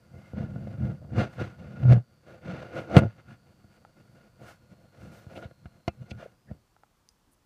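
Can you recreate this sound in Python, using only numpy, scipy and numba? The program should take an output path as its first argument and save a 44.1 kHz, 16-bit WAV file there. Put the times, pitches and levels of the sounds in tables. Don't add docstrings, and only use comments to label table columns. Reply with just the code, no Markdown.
import sys
import numpy as np
from scipy import signal
from scipy.fft import rfft, irfft
from scipy.io import wavfile
from scipy.ndimage import uniform_filter1d
from numba import njit

SR = 44100
rng = np.random.default_rng(int(sys.argv[2]) if len(sys.argv) > 2 else 0)


def waveform_to_disk(signal):
    frames = np.transpose(np.atleast_2d(signal))
    scaled = np.clip(frames, -1, 1) * 32767
    samples = np.round(scaled).astype(np.int16)
    wavfile.write(sys.argv[1], SR, samples)


N = 328866
TIME = np.arange(N) / SR

# frequency_hz, density_db
ROOM_SPECTRUM = [(18, -31.5), (30, -0.5), (97, -1.5), (524, -14.5), (1110, -14), (1870, -21.5), (3980, -25),
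                 (4650, -25.5), (5300, -24.5), (15000, -32.5)]
# time_s, centre_hz, level_db
LAMP_DRIFT = [(0, 4650, -82.5), (2, 4574, -80), (4.4, 4520, -81), (4.7, 4300, -80.5), (5.9, 4193, -81),
              (6.25, 4310, -87), (6.44, 5060, -84.5), (6.55, 4470, -83.5), (6.8, 4460, -93)]
# start_s, peak_db
TAPS = [(3.85, -39.5), (6.765, -49), (6.835, -43.5)]
# frequency_hz, relative_level_db, t60_s
TAP_MODES = [(824, 8.5, 0.022), (971, 0, .012), (1323, 8, 0.017), (1787, -20, 0.0099), (3377, -18.5, .008)]
# start_s, peak_db
TICKS = [(7.089, -41), (7.346, -63.5)]
# frequency_hz, relative_level_db, t60_s
TICK_MODES = [(5000, -2, 0.014), (5526, -5, 0.01), (5960, 1, 0.01), (9600, -5.5, 0.012)]
# middle_s, length_s, centre_hz, width_hz, level_db
NOISE_BURSTS = [(0.23, 0.13, 2100, 110, -68), (2.981, 0.018, 11500, 7000, -44),
                (5.882, 0.004, 8800, 11000, -40.5), (5.368, 0.017, 3350, 2100, -52),
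                (5.44, 0.028, 3500, 1300, -62.5), (6.114, 0.0078, 3370, 2030, -43.5),
                (6.109, 0.016, 8900, 9400, -57), (6.231, 0.0099, 614, 180, -42.5),
                (6.262, 0.0071, 550, 200, -41), (6.496, 0.033, 1780, 350, -64.5),
                (5.19, .05, 14000, 2500, -77), (7.299, 0.041, 277, 70.1, -67.5),
                (7.33, 0.02, 11600, 4600, -69.5)]
# start_s, knock_peak_db, knock_lowpass_hz, thud_peak_db, thud_lowpass_hz
BUMPS = [ (.335, -54, 400, -28.5, 150), (.371, -35, 1100, -37, 198), (.560, -37, 800, -30.5, 200),
         (0.672, -40, 910, -32.5, 200), (.740, -39, 900, -43, 200), (1.121, -38.5, 400, -41, 200),
         (1.182, -22.5, 700, -16, 200), (1.384, -35, 1200, -48, 200), (1.415, -28, 400, -27, 200),
         (1.853, -31, 400, -25.5, 250), (1.883, -24.5, 504, -34, 250), (1.909, -20, 503, -33, 250),
         (2.967, -2.5, 3000, 1, 85), (2.9736, -8.5, 2487, -3, 170), (2.98, -12.5, 4000, -15, 200),
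         (2.9881, -16, 7984, -10.5, 170), (3.0203, -19, 700, -18, 250), (3.035, -26, 400, -16.5, 250),
         (3.644, -58.5, 406, -44.5, 100.5), (4.416, -47, 502, -45.5, 250), (5.267, -44, 700, -36, 80),
         (5.376, -30.5, 3000, -39, 200), (5.453, -54, 600, -32.5, 40), (5.512, -44, 696, -58, 200),
         (5.657, -38, 2500, -35.5, 30), (5.879, -15.5, 2460, -21.5, 30), (6.116, -41, 700, -28.5, 30),
         (6.513, -38, 250, -29, 100)]
# frequency_hz, gain_db
CASE_SLOPE = [(25, -49), (45, -10.5), (80, 5.5), (170, 0.5), (300, -5.5), (600, -5), (950, -16.5),
              (1500, -21.5), (2700, -27.5), (3500, -30.5), (6000, -41), (9000, -49), (15000, -63.5)]
# frequency_hz, width_hz, lift_db
CASE_MODES = [(131.4, 74, 8.5), (207.2, 50, 8.5), (266.5, 30, 0), (341, 83, 7), (395.7, 110, -5.5),
              (506.7, 80, 7), (695.6, 110, 7), (810, 45, 2), (1210, 24, 3.5), (1300, 35, 4.5),
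              (1428.5, 110, 15.5), (1661, 84, 6.5), (1872, 18, 5), (2091, 120, 8), (2200, 35, 6.5),
              (2397, 49, 7), (2626, 33, 8.5), (2815, 120, 9), (3560, 86, 4), (4199, 200, 2.5),
              (4630, 340, 5), (6125, 410, 7), (8600, 700, 0)]
# full_grip_s, hold_s, slip_rate_hz, level_db
SHUDDERS = [(0.828, .022, 128, -24.5), (1.857, 0.12, 126.9, -15.5), (1.897, 0.03, 128, -10.5),
            (2.493, 0.037, 180, -37.5), (3.055, .02, 109.9, -27.5), (6.02, .008, 125, -38),
            (6.14, .03, 114.9, -44)]
# full_contact_s, hold_s, release_s, rubbing_db, brightness_db (surface beside rubbing),
# rumble_db (pressed case), hiss_db (skin at the port)
STROKES = [ (0.136, 0.053, 0.021, -57, -10.5, -46, -80), (0.198, 0.13, 0.037, -63.5, 1.5, -55, -77),
           (0.382, 0.054, 0.032, -42, -9.5, -31, -80), (0.502, 0.23, 0.09, -52, -8, -38, -78.5),
           (0.81, 0.1, 0.033, -44, -10.5, -30.5, -78), (1.022, 0.054, 0.025, -55.5, -20, -44.5, -90),
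           (1.144, .035, .02, -46.5, -17, -28.5, -84), (1.192, 0.023, 0.03, -28.5, -4.5, -26.5, -67),
           (1.328, .025, .02, -62, 6, -66, -71.5), (1.403, 0.016, 0.05, -39, -1.5, -32.5, -68),
           (1.598, 0.2, 0.045, -53, -5, -43.5, -85), (1.811, .08, .02, -43.5, -10, -33, -76.5),
           (1.923, 0.011, 0.01, -26, -8, -19.5, -78), (1.958, 0.018, 0.014, -36, -12, -28, -81),
           (2.284, 0.057, 0.041, -51, -4.5, -53.5, -77), (2.464, 0.094, 0.037, -41, -4.5, -40.5, -90),
           (2.594, 0.043, 0.072, -44.5, -4.5, -47, -77), (2.756, 0.047, 0.038, -36, -7, -41.5, -67),
           (2.896, 0.027, .02, -39, -11.5, -46, -76), (2.966, 0.025, 0.011, -19.5, -10.5, -25.5, -59),
           (3.01, 0.049, 0.01, -34, -15, -27, -73), (3.083, 0.022, 0.024, -59, 3.5, -56, -88),
           (3.187, 0.017, 0.01, -56, 0, -52.5, -98), (3.284, 0.047, 0.02, -59, 4, -47, -76),
           (3.482, 0.031, .015, -67.5, -4.5, -63, -85.5), (3.725, 0.042, 0.016, -65.5, 2.5, -72, -78.5),
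           (3.976, 0.022, 0.018, -64.5, -4, -68, -86), (4.098, 0.062, 0.021, -68, -5.5, -58, -82),
           (4.16, 0.11, 0.019, -62, -3.5, -64.5, -82), (4.423, 0.032, 0.019, -51.5, -5.5, -51.5, -69.5),
           (4.476, 0.035, 0.028, -57, 5.5, -67, -63), (4.721, 0.008, 0.015, -57.5, -7.5, -51, -76.5),
           (4.796, 0.065, .02, -64, -11.5, -61.5, -88), (4.947, .05, 0.024, -60, -3, -67, -79.5),
           (5.01, 0.065, 0.071, -55, -4.5, -46, -71), (5.133, .045, 0.077, -57.5, -1.5, -60, -66.5),
           (5.307, .03, 0.017, -52.5, -5.5, -52, -73), (5.358, 0.027, 0.044, -45.5, -11.5, -50, -66),
           (5.43, .018, 0.017, -46.5, -4, -53, -77), (5.635, 0.028, 0.024, -81, -2, -53, -86.5),
           (6.022, 0.01, 0.018, -59, -4, -43.5, -82), (6.067, 0.063, .02, -58.5, -4.5, -62, -88),
           (6.126, 0.059, 0.013, -62.5, -5, -46.5, -86), (6.198, 0.048, 0.025, -53, 0.5, -62, -74),
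           (6.506, 0.013, 0.032, -57, -10, -46.5, -86.5)]

ROOM_DB = -69
BUZZ_HZ = 120
TOP_HZ = 15300

ATTACK_S = .022
REST_RUB_DB, REST_BRIGHT_DB, REST_RUMBLE_DB, REST_HISS_DB = -69.5, -4, -63, -85.5
RELAX_S, RELAX_FADE_S, REST_WANDER_DB = 6.32, 0.075, 2.5
SHUDDER_ATTACK_S, SHUDDER_RELEASE_S = .016, .013

SCRAPE_DB, SCRAPE_S, SCRAPE_HIGHPASS_HZ = 5.5, .005, 1599
SCRAPE_DB_PER_OCTAVE, HARD_HZ = 3, 997
CHATTER_DB, CHATTER_S = -5, .004
KNOCK_HIGHPASS_HZ = 230
THUD_HIGHPASS_SHARE = .26


def undb(db):
    return 10 ** (np.asarray(db) / 20)


def unit(x):
    return x / np.sqrt(np.mean(x ** 2))


def curves(table):
    s, *columns = np.transpose(table)
    return [np.interp(TIME, s, column) for column in columns]


def band(x, hz, kind, order=2):
    corner_hz = np.clip(hz, 5, .45 * SR)
    return signal.sosfilt(signal.butter(order, corner_hz, kind, fs=SR, output="sos"), x)


def response(slope, modes=(), size=8192):
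    hz = np.maximum(np.arange(size // 2 + 1) * SR / size, 1)
    points, slope_db = np.transpose(slope)
    db = np.interp(np.log(hz), np.log(points), slope_db)
    for mode_hz, width_hz, lift_db in modes:
        db = db + lift_db / (1 + (2 * (hz - mode_hz) / width_hz) ** 2)
    cepstrum = irfft(np.log(undb(db)))
    cepstrum[1:size // 2] *= 2
    cepstrum[size // 2 + 1:] = 0
    return irfft(np.exp(rfft(cepstrum)))


def ring(force, impulse):
    return signal.fftconvolve(force, impulse)[:len(force)]


def add(out, s, sound, peak_db):
    start = int(s * SR)
    scaled = sound * undb(peak_db) / np.abs(sound).max()
    out[start:start + len(sound)] += scaled[:N - start]


def waver(hz):
    return unit(band(rng.standard_normal(N), hz, "low"))


def grains(spread_db, size=N):
    noise = rng.standard_normal(size)
    grain_size_db = spread_db * np.minimum(rng.exponential(size=size), 6)
    return unit(noise * undb(grain_size_db))


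def even(x, seconds):
    power = uniform_filter1d(x ** 2, max(int(seconds * SR), 1))
    return x / np.sqrt(power + 1e-12)


def swell(s, hold, attack, release):
    rise = np.minimum((TIME - s) / attack, 0)
    fall = np.maximum(TIME - s - hold, 0) / release
    return np.exp(np.maximum(rise - fall, -30))


def room():
    return unit(ring(rng.standard_normal(N), response(ROOM_SPECTRUM))) * undb(ROOM_DB)


def lamp():
    centre_hz, level_db = curves(LAMP_DRIFT)
    buzz, width_hz = 0, 420
    for hz in BUZZ_HZ * np.arange(33, 44):
        detune = 2 * (hz - centre_hz) / width_hz
        lag = np.arctan(detune)
        buzz = buzz + np.sin(2 * np.pi * hz * TIME - lag) / (1 + detune ** 2)
    return unit(buzz) * undb(level_db + waver(hz=6))


def strike(modes, tail_db, tail_s, size=4096):
    t = np.arange(size) / SR
    tone = np.zeros(size)
    for hz, db, t60 in modes:
        tone += undb(db) * np.sin(2 * np.pi * hz * t) * np.exp(-np.log(1000) * t / t60)
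    tone = band(tone, modes[0][0] / 2, "high")
    reflections = rng.standard_normal(size) * np.exp(-t / tail_s)
    return tone + undb(tail_db) * ring(reflections, tone)


def clicks():
    out = np.zeros(N)
    for s, peak_db in TAPS:
        add(out, s, strike(TAP_MODES, tail_db=-65, tail_s=.02), peak_db)
    for s, peak_db in TICKS:
        add(out, s, strike(TICK_MODES, tail_db=-41.5, tail_s=0.028), peak_db)
    return out


def noise_bursts(case):
    out = np.zeros(N)
    coloured = ring(grains(spread_db=5.0), case)
    for middle_s, length, hz, width, db in NOISE_BURSTS:
        edges_hz = np.array([hz - width / 2, hz + width / 2])
        burst = even(band(coloured, edges_hz, "band", order=3), 2 * length)
        out += burst * undb(db) * np.exp(-2 * ((TIME - middle_s) / length) ** 2)
    return out


def bumps(case, size=8192):
    out, t = np.zeros(N), np.arange(size) / SR
    for s, knock_db, knock_hz, thud_db, thud_hz in BUMPS:
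        scrape = grains(spread_db=3.0, size=size) * np.exp(-t / SCRAPE_S)
        scrape = band(scrape, SCRAPE_HIGHPASS_HZ, "high", order=1)
        scrape_db = SCRAPE_DB + SCRAPE_DB_PER_OCTAVE * np.log2(knock_hz / HARD_HZ)
        chatter = rng.standard_normal(size) * np.exp(-t / CHATTER_S)
        push = signal.unit_impulse(size) + undb(CHATTER_DB) * chatter / np.linalg.norm(chatter)
        knock = push + undb(scrape_db) * scrape / np.linalg.norm(scrape)
        knock = band(band(knock, knock_hz, "low", order=1), KNOCK_HIGHPASS_HZ, "high", order=1)
        thud = band(push, thud_hz, "low", order=1)
        thud = band(thud, THUD_HIGHPASS_SHARE * thud_hz, "high", order=1)
        add(out, s, ring(knock, case), knock_db)
        add(out, s, ring(thud, case), thud_db)
    return out


def pressure():
    rest = swell(0, RELAX_S, ATTACK_S, RELAX_FADE_S) * undb(REST_WANDER_DB * waver(hz=8.2))
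    contacts = [(rest, REST_RUB_DB, REST_BRIGHT_DB, REST_RUMBLE_DB, REST_HISS_DB)]
    for s, hold, release, *levels in STROKES:
        contacts.append((swell(s, hold, ATTACK_S, release), *levels))
    power = np.zeros((4, N))
    for shape, rub, bright, rumble, hiss in contacts:
        gains = undb([rub, rub + bright, rumble, hiss])
        power += np.outer(gains ** 2, shape ** 2)
    return np.sqrt(power)


def grip():
    power = np.array([(undb(db) * swell(s, hold, SHUDDER_ATTACK_S, SHUDDER_RELEASE_S)) ** 2
                      for s, hold, _, db in SHUDDERS])
    rates_hz = np.array([hz for _, _, hz, _ in SHUDDERS])
    total = power.sum(axis=0)
    return np.sqrt(total), rates_hz @ power / total


def slips(hz, jitter):
    return 2 * np.pi * np.cumsum(hz * (1 + jitter * waver(hz=48.4))) / SR


def rubbing(case):
    flesh_gain, surface_gain, rumble_gain, hiss_gain = pressure()
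    shudder_gain, slip_hz = grip()
    shudder_share = shudder_gain ** 2 / (shudder_gain ** 2 + rumble_gain ** 2)
    phase = slips(slip_hz, jitter=.08)
    rumble = band(ring(grains(spread_db=2.5), case), 260, "low", order=4)
    rumble = band(even(rumble, seconds=.04), 55, "high", order=4)
    shudder = unit(np.sin(phase) + undb(-28.5) * np.sin(2 * phase))
    slip_modulation = 1 + 0.52 * shudder_share * np.sin(phase)
    scratch = ring(grains(spread_db=2.0) * slip_modulation, case)
    drag = undb(1.8 * waver(hz=43.0))
    flesh = unit(band(band(scratch, 290, "high", order=4), 1200, "low", order=4))
    surface = unit(band(scratch, 793, "high", order=4))
    port = response([(1000, -25.0), (3000, 1.0), (5000, 3.5), (9000, -1.5), (15000, -7.5)])
    hiss = unit(ring(grains(spread_db=2.5), port))
    rubbed = drag * (flesh * flesh_gain + surface * surface_gain)
    return rumble * rumble_gain + shudder * shudder_gain + rubbed + hiss * hiss_gain


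def scene():
    case = response(CASE_SLOPE, CASE_MODES)
    return (room() + lamp() + clicks() + noise_bursts(case) + bumps(case) + rubbing(case))[None]


@njit
def follow(x, attack, release):
    out, level = np.empty(len(x)), 0.
    for i in range(len(x)):
        level += (abs(x[i]) - level) * (attack if abs(x[i]) > level else release)
        out[i] = level
    return out


def gain_control(x, knee_db, slope, attack_s, release_s):
    level = follow(x, 1 / (attack_s * SR), 1 / (release_s * SR))
    return x * np.maximum(level / undb(knee_db), 1) ** -slope


def record(dry):
    ducked = gain_control(dry[0], knee_db=-20, slope=0.13, attack_s=.012, release_s=0.39)
    held = np.clip(ducked, -1, 1)
    return signal.sosfilt(signal.ellip(10, .2, 80, TOP_HZ, fs=SR, output="sos"), held)[None]


dry = scene()
out = record(dry)
waveform_to_disk(out)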